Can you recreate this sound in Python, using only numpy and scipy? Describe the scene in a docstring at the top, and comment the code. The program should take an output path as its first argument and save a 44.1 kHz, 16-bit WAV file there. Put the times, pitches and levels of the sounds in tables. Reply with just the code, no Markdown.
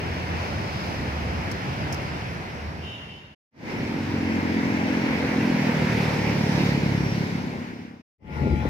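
"""Far engines and tyres, two bursts of gritty ticks and a brake squeal open a busy road heard from the pavement.
After a silence a single-cylinder motorcycle putters by and eases off; after another, a vehicle drones
along with a thin whine and thumps over two bumps, still running at the end.
Traffic is shaped noise; the exhaust and bumps are short damped pulses; drone, squeal and farther
engines are unsteady tones; grit is decaying noise."""
import sys
import numpy as np
from scipy import signal
from scipy.fft import rfft, irfft, next_fast_len
from scipy.io import wavfile
from scipy.ndimage import uniform_filter1d

SR = 44100
rng = np.random.default_rng(int(sys.argv[2]) if len(sys.argv) > 2 else 0)


def store_pcm(level_fs):
    """Save levels as 16-bit WAV."""
    pcm = np.round(np.clip(level_fs, -1, 1) * 32767).astype(np.int16)
    wavfile.write(sys.argv[1], SR, np.atleast_2d(pcm).T)


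N = 383229
TIME = np.arange(N) / SR
WINDOW, HOP = 2048, 512
FRAMES = np.arange(N // HOP + 5) * HOP / SR  # s

# Three passages: start_s, fade_in_s, fall_from_s, zero_gain_s
PASSAGES = [(-.3, .15, 1.96, 3.47), (3.505, 0.2, 7.204, 8.09), (8.179, 0.19, 9, 10)]
FADE_IN_POWER, CUT_GAIN = 2.16, 0.083  # gentle start; fall is cut off at this gain

# Motorcycle rate: slows to CRUISE_HZ at lift-off, then runs down to idle
LIFT_S, CRUISE_HZ, SAG_HZ_PER_S, IDLE_HZ, RUN_DOWN_S = 5.408, 43.54, 1.127, 33.84, .663
# Exhaust: time_s, engine_load_0_to_1, level_db
EXHAUST_LOAD = [(3.7, 0.98, -35.5), (4.25, 0.99, -26.5), (4.9, 0.94, -25), (5.25, 0.96, -29),
                (5.45, 0.82, -23), (5.85, 0.2, -24.5), (6.15, 0, -27.5), (6.5, 0, -22.5), (7.08, 0, -24),
                (7.3, 0.24, -28.5), (7.7, 0.82, -30)]
# Firings that fail: time_s
MISFIRES = [4.409, 6.807]
POP_HZ, POP_PEAK_MS = (131.4, 253.7), (3.4, 6.48)  # (coasting, full load); onset-to-peak time
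# Motorcycle rush, rows rumble, roar, hiss: loudest_s, level_db, approach_s, retreat_s
PASS_BY = [(6.86, -29.5, 3.3, 0.91), (5.78, -30, 1.08, 0.88), (6.21, -45.5, 1.2, 0.78)]

# Vehicle drone and whine: nominal_pitch_hz, level_db, full_swell_s
DRONE = [(75.5, -29.5, 8.42), (145, -34.5, 8.35), (230, -31, 8.62), (850, -41, 8.23), (1400, -47, 8.3),
         (3980, -61, 8.58), (5394, -60, 8.8)]
# Bump thumps: time_s, level_before_low_cut_db, pitch_hz
BUMPS = [(8.462, -14.5, 260), (8.467, -18, 170), (8.4711, -12.5, 380), (8.654, -16, 402), (8.658, -12, 258)]
# Brake modes: nominal_pitch_hz, width_hz, relative_level_db
BRAKE = [(2738, 14, 0), (2792, 22, -2), (2836, 20, -2), (2892, 20, -5), (3040, 14, -1), (3095, 16, -4),
         (3240, 50, -15), (3370, 50, -8), (3655, 14, -11), (3722, 14, -11), (6750, 250, -22),
         (10700, 250, -26)]
# Grit ticks: time_s, relative_peak_db
TICKS = [(1.514, -27), (1.52, -31), (1.926, -23), (1.931, -28), (1.937, -34), (1.944, -27.5)]
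# Tick spectrum: frequency_hz, relative_level_db
TICK_COLOUR = [(2000, -36), (4200, -17), (5300, 11.5), (7500, -8), (11000, -9.5), (15500, -15)]
# Farther engines: start_s, length_s, first_hz, last_hz, level_db
HUMS = [(-.3, 1.27, 90, 76.5, -38), (.9, 0.62, 77, 70.3, -33), (1.55, 0.64, 137, 139.3, -34),
        (1.9, 0.49, 72, 72.5, -39), (2.2, 0.26, 182, 164.4, -34.5), (2.5, 0.44, 73, 81.8, -31),
        (3.751, 1.12, 97, 88, -35.5), (4.6, 0.96, 89, 82.8, -43)]
# Squeaks of other brakes: start_s, length_s, pitch_hz, level_db
SQUEAKS = [(1.98, .12, 11000, -60), (2.273, .1, 11100, -62), (6.93, 0.31, 5600, -50.5)]

# Rumble, roar and hiss bands: low_hz, high_hz
BANDS = [(40, 350), (400, 2500), (4000, 15000)]
# Traffic spectra of passages 1, 2, 3: frequency_hz, relative_level_db
ROAD_COLOUR = [(15, -53), (25, -24), (43, -35), (64, -8), (86, -0.5), (198, -4.5), (274, -9), (445, -13),
               (722, -14.5), (950, -16), (1140, -22), (2170, -18), (3340, -26), (5280, -24), (7500, -41.5),
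               (15500, -47)]
PASSING_COLOUR = [(15, -68.5), (25, -27.5), (43, -25), (62, -14), (96, 3), (260, 1), (368, -6.5),
                  (509, -14), (648, -19), (945, -18.5), (1170, -27.5), (1650, -23), (2170, -19.5),
                  (3260, -32.5), (5430, -33), (7700, -49), (13000, -53), (13700, -49.5), (14400, -53.5),
                  (15500, -55)]
RIDE_COLOUR = [(15, -56), (25, -41.5), (69, -2), (148, -2), (188, -4.5), (457, -16), (762, -25.5),
               (871, -25.5), (1140, -34), (1410, -34), (1620, -36), (2060, -26.5), (3170, -41.5),
               (4040, -43.5), (5500, -44), (7500, -56.5), (15500, -62)]
# Base traffic levels of passages 1 and 3: rumble_db, roar_db, hiss_db
ROAD_DB = (-32, -36.5, -50.5)
RIDE_DB = (-28, -38, -61.5)
RIDE_HISS_DB_PER_S = 6.5
# Brief traffic surges: time_s, half_width_s, extra_hiss_db, extra_roar_db
SURGES = [(.45, 0.1, 2, 1.6), (.85, 0.19, 2.5, .3), (6.05, .1, 1.4, 1), (6.63, 0.13, 3.5, 2.1),
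          (7.25, 0.14, 1, -1)]
# Bearing of the nearest traffic: time_s, left_ear_lead_ms, left_minus_right_db
BEARING = [(0, -0.46, 0), (2.2, -0.39, -0.5), (3.7, -0.26, -0.2), (4.4, 0.32, 0.1), (5.0, 0.23, 0),
           (5.6, -0.078, -0.4), (6.4, 0.082, -0.8), (8.0, 0.44, 1), (8.15, -0.26, 5)]
EDGE_HZ = 15750


def motorcycle(spread_hz=7, jitter_ms=.09, uneven_db=1.13, rasp=0.042, echo=0.14, echo_s=0.01262):
    """One exhaust pop per firing, higher and longer under load; engine rush throbs in step."""
    turns = firing_turns()
    fires_s = TIME[1:][np.diff(np.floor(turns)) > 0]
    pops = np.zeros(N)
    for fire_s, (size, tone, late) in zip(fires_s, rng.standard_normal((len(fires_s), 3))):
        load = follow(EXHAUST_LOAD, fire_s)[0]
        hz = np.interp(load, [0, 1], POP_HZ)
        peak_ms = np.interp(load, [0, 1], POP_PEAK_MS)
        misfires = np.min(abs(np.array(MISFIRES) - fire_s)) < .012
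        burn = .2 if misfires else 1
        start_s = fire_s + (jitter_ms * late - peak_ms) / 1000
        add(pops, start_s, burn * amp(uneven_db * size) * pop(hz + spread_hz * tone, peak_ms))
    pops += echo * np.interp(TIME - echo_s, TIME, pops)  # thrown back by the shop front
    pops = low_cut(pops, edge_hz=82)
    pops /= np.sqrt(abs(uniform_filter1d(pops ** 2, size=12000)) + 1e-9)  # even running rms
    exhaust = pops * amp(follow(EXHAUST_LOAD, TIME)[1])
    rush_levels_db = [pass_by(*row) for row in PASS_BY]
    rush = traffic(rush_levels_db, PASSING_COLOUR, direct=0.22, patchy_db=1)
    throb = 1 + rasp * np.cos(2 * np.pi * (turns - .1))
    return place(exhaust) + rush * throb


def firing_turns():
    """Integrates firing rate to a running count, zero where the rider lifts off."""
    since_s = TIME - LIFT_S
    labouring_hz = CRUISE_HZ - SAG_HZ_PER_S * since_s
    running_down_hz = IDLE_HZ + (CRUISE_HZ - IDLE_HZ) * np.exp(-since_s / RUN_DOWN_S)
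    turns = np.cumsum(np.where(since_s < 0, labouring_hz, running_down_hz)) / SR
    return turns - np.interp(LIFT_S, TIME, turns)


def pop(hz, peak_ms):
    """Pressure puff that swells and dies within a few cycles of its pipe or panel."""
    t = np.arange(SR // 30) / SR
    u = t * 1000 / peak_ms
    envelope = (u * np.exp(1 - u)) ** 4
    return -envelope * np.cos(2 * np.pi * hz * (t - peak_ms / 1000))


def pass_by(nearest_s, db, approach_s, retreat_s):
    """Level of a passing source, falling with distance either side of its nearest point."""
    away = (FRAMES - nearest_s) / np.where(FRAMES < nearest_s, approach_s, retreat_s)
    return db - 10 * np.log10(1 + away ** 2)


def ride(waver=.004, flutter=0.26, sag_per_s=.04, in_tune_s=8.5):
    """Slightly sagging engine drone and whine over road noise; damped panel thumps at two bumps."""
    start_s = PASSAGES[2][0]
    speed = 1 - sag_per_s * (TIME - in_tune_s) + waver * wander(11).real
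    clock_s = np.cumsum(speed) / SR
    body = np.zeros(N)
    for hz, db, full_s in DRONE:
        swell = np.interp(TIME, [start_s, full_s], [0, 1]) ** 2
        tone = (1 + flutter * wander(23)) * np.exp(2j * np.pi * hz * clock_s)
        body += amp(db) * swell * unit(tone.real)
    thumps = np.zeros(N)
    for bump_s, db, hz in BUMPS:
        add(thumps, bump_s - .002, amp(db) * pop(hz, peak_ms=2.2))
    rumble_db, roar_db, hiss_db = RIDE_DB
    rising_hiss_db = hiss_db + RIDE_HISS_DB_PER_S * np.maximum(FRAMES - start_s, 0)
    noise = traffic((rumble_db, roar_db, rising_hiss_db), RIDE_COLOUR, direct=0.16, patchy_db=2.5)
    return place(body + low_cut(thumps, edge_hz=100)) + noise


def brake(start_s=2.81, attack_s=0.047, level_db=-31.0, fall_db_per_s=8, waver=0.0024):
    """Cluster of unsteady brake modes that sets in and eases, reaching each ear by many paths."""
    clock_s = np.cumsum(1 + waver * wander(21).real) / SR
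    ears = []
    for _ in range(2):
        squeal = np.zeros(N)
        for hz, width_hz, db in BRAKE:
            mode = wander(width_hz) * np.exp(2j * np.pi * hz * clock_s)
            squeal += amp(db) * mode.real
        ears.append(unit(squeal))
    age_s = np.maximum(TIME - start_s, 0)
    return np.array(ears) * amp(level_db - fall_db_per_s * age_s) * np.minimum(age_s / attack_s, 1)


def grit(level_db=-1.5, decay_s=0.0045):
    """Tiny bright cracks of grit on concrete: decaying coloured noise, independent per ear."""
    t = np.arange(1024) / SR
    gain = colour(TICK_COLOUR, np.fft.rfftfreq(len(t), 1 / SR))
    out = np.zeros((2, N))
    for tick_s, db in TICKS:
        for ear in out:
            burst = rng.standard_normal(len(t)) * np.exp(-t / decay_s)
            crack = irfft(rfft(burst) * gain)
            add(ear, tick_s, crack[:len(t) // 2] / abs(crack).max() * amp(db + level_db))
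    return out


def hum(start_s, length_s, first_hz, last_hz, db, flutter=0.29):
    """Strongest firing tone of a farther engine, gliding and throbbing as it swells and fades."""
    along = np.clip((TIME - start_s) / length_s, 0, 1)
    hz = first_hz + (last_hz - first_hz) * along
    tone = (1 + flutter * wander(8.7)) * np.exp(2j * np.pi * np.cumsum(hz) / SR)
    return unit(tone.real) * amp(db) * np.sin(np.pi * along)


def squeaks(width_hz=70):
    """Faint narrow-band whistles of other brakes that swell and fade."""
    out = np.zeros(N)
    for start_s, length_s, hz, db in SQUEAKS:
        swell = np.sin(np.pi * np.clip((TIME - start_s) / length_s, 0, 1))
        whistle = wander(width_hz) * np.exp(2j * np.pi * hz * TIME)
        out += amp(db) * swell * unit(whistle.real)
    return place(out)


def traffic(levels_db, spectrum, direct, patchy_db, spacing_m=0.19):
    """Street noise: diffuse sound from all round plus direct sound from the nearest vehicles."""
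    hz = np.fft.rfftfreq(WINDOW, 1 / SR)
    shape = (len(FRAMES), len(hz))
    a, b, near = rng.standard_normal((3, *shape)) + 1j * rng.standard_normal((3, *shape))
    lead_ms, tilt_db = (c[:, None] for c in follow(BEARING, FRAMES))
    coherence = .93 * np.sinc(2 * hz * spacing_m / 343)  # diffuse field between the ears
    phase = 2 * np.pi * hz * lead_ms / 1000
    direct = np.clip(direct, 0, .9)
    diffuse = np.array([a, coherence * a + np.sqrt(1 - coherence ** 2) * b])
    beam = np.array([near, near * np.exp(-1j * phase)])
    z = np.sqrt(1 - direct) * diffuse + np.sqrt(direct) * beam
    # offset the gain that correlation adds to the sum of the ears
    z /= np.sqrt(1 + (1 - direct) * coherence + direct * np.cos(phase) * np.exp(-hz / 3000))

    base = colour(spectrum, hz)
    more_hiss_db, more_roar_db = surge()
    extras_db = (0 * FRAMES, more_roar_db, more_hiss_db)
    band_gains_db = []
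    for db, extra_db, (low_hz, high_hz) in zip(levels_db, extras_db, BANDS):
        band_power = np.sum(base[(hz >= low_hz) & (hz < high_hz)] ** 2)
        band_gains_db.append(db + extra_db - 10 * np.log10(band_power))
    to_roar = np.clip((hz - 280) / 200, 0, 1)
    to_hiss = np.clip((hz - 2600) / 1200, 0, 1)
    field_db = np.transpose(band_gains_db) @ np.array([1 - to_roar, to_roar - to_hiss, to_hiss])
    patches = uniform_filter1d(rng.standard_normal(shape), size=6, axis=0)
    patches = unit(uniform_filter1d(patches, size=30, axis=1))
    z *= base * amp(field_db + patchy_db * patches) * amp([tilt_db / 2, -tilt_db / 2])
    ears = signal.istft(z.swapaxes(1, 2), nperseg=WINDOW, noverlap=WINDOW - HOP)[1]
    return np.sqrt(3) * ears[:, :N]


def surge():
    """Sums Gaussian level swells of hiss and roar (dB)."""
    total_db = np.zeros((2, len(FRAMES)))
    for peak_s, width_s, hiss_db, roar_db in SURGES:
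        total_db += np.outer((hiss_db, roar_db), np.exp(-((FRAMES - peak_s) / width_s) ** 2))
    return total_db


def place(x):
    """Delays and tilts a source between the ears by the traffic bearing."""
    lead_ms, tilt_db = follow(BEARING, TIME)
    ears = [np.interp(TIME + side * lead_ms / 1000, TIME, x) * amp(side * tilt_db)
            for side in (.5, -.5)]
    return np.array(ears)


def low_cut(x, edge_hz):
    """Smooth high-pass: little remains below edge_hz."""
    hz = np.fft.rfftfreq(N, 1 / SR)
    return irfft(rfft(x) * (1 - 1 / (1 + (hz / edge_hz) ** 2) ** 2) ** 4, N)


def fade(start_s, rise_s, fall_from_s, zero_gain_s):
    """Passage gain: quick curved rise, straight fall, then a short cut to silence."""
    rise = np.clip((TIME - start_s) / rise_s, 0, 1) ** FADE_IN_POWER
    fall = np.clip((zero_gain_s - TIME) / (zero_gain_s - fall_from_s), 0, 1)
    return rise * fall * uniform_filter1d(1. 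* (fall > CUT_GAIN), size=400)


def wander(rate_hz):
    """Slow complex random signal, rms 1, with a Gaussian spectrum around zero."""
    hz = np.fft.fftfreq(next_fast_len(N), 1 / SR)
    spectrum = np.exp(-(hz / rate_hz) ** 2 + 2j * np.pi * rng.random(len(hz)))
    return unit(np.fft.ifft(spectrum)[:N])


def amp(db):
    """Decibels to gain."""
    return 10 ** (np.asarray(db) / 20)


def unit(x):
    """Scales to rms 1."""
    return x / np.sqrt(np.mean(abs(x) ** 2) + 1e-20)


def follow(rows, t):
    """Interpolates every column of a curve table at times t."""
    s, *columns = np.transpose(rows)
    return [np.interp(t, s, c) for c in columns]


def colour(points, hz):
    """Spectrum table to gain, interpolated in dB over log frequency."""
    f, db = np.transpose(points)
    return amp(np.interp(np.log(hz + 1), np.log(f), db))


def add(mix, start_s, sound):
    """Mixes a sound in place at start_s."""
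    part = mix[max(round(start_s * SR), 0):][:len(sound)]
    part += sound[:len(part)]


def scene():
    """Sums the three passages, each under its own fade gain."""
    others = place(sum(hum(*row) for row in HUMS)) + squeaks()
    road = traffic(ROAD_DB, ROAD_COLOUR, direct=0.26, patchy_db=0.86) + grit() + brake()
    passages = (road + others, motorcycle() + others, ride())
    return sum(fade(*row) * passage for row, passage in zip(PASSAGES, passages))


def record(dry):
    """Linear-phase low-pass at EDGE_HZ."""
    taps = signal.firwin(511, EDGE_HZ, window=("kaiser", 9), fs=SR)
    return signal.oaconvolve(dry, taps[None], "same")


dry = scene()
out = record(dry)
store_pcm(out)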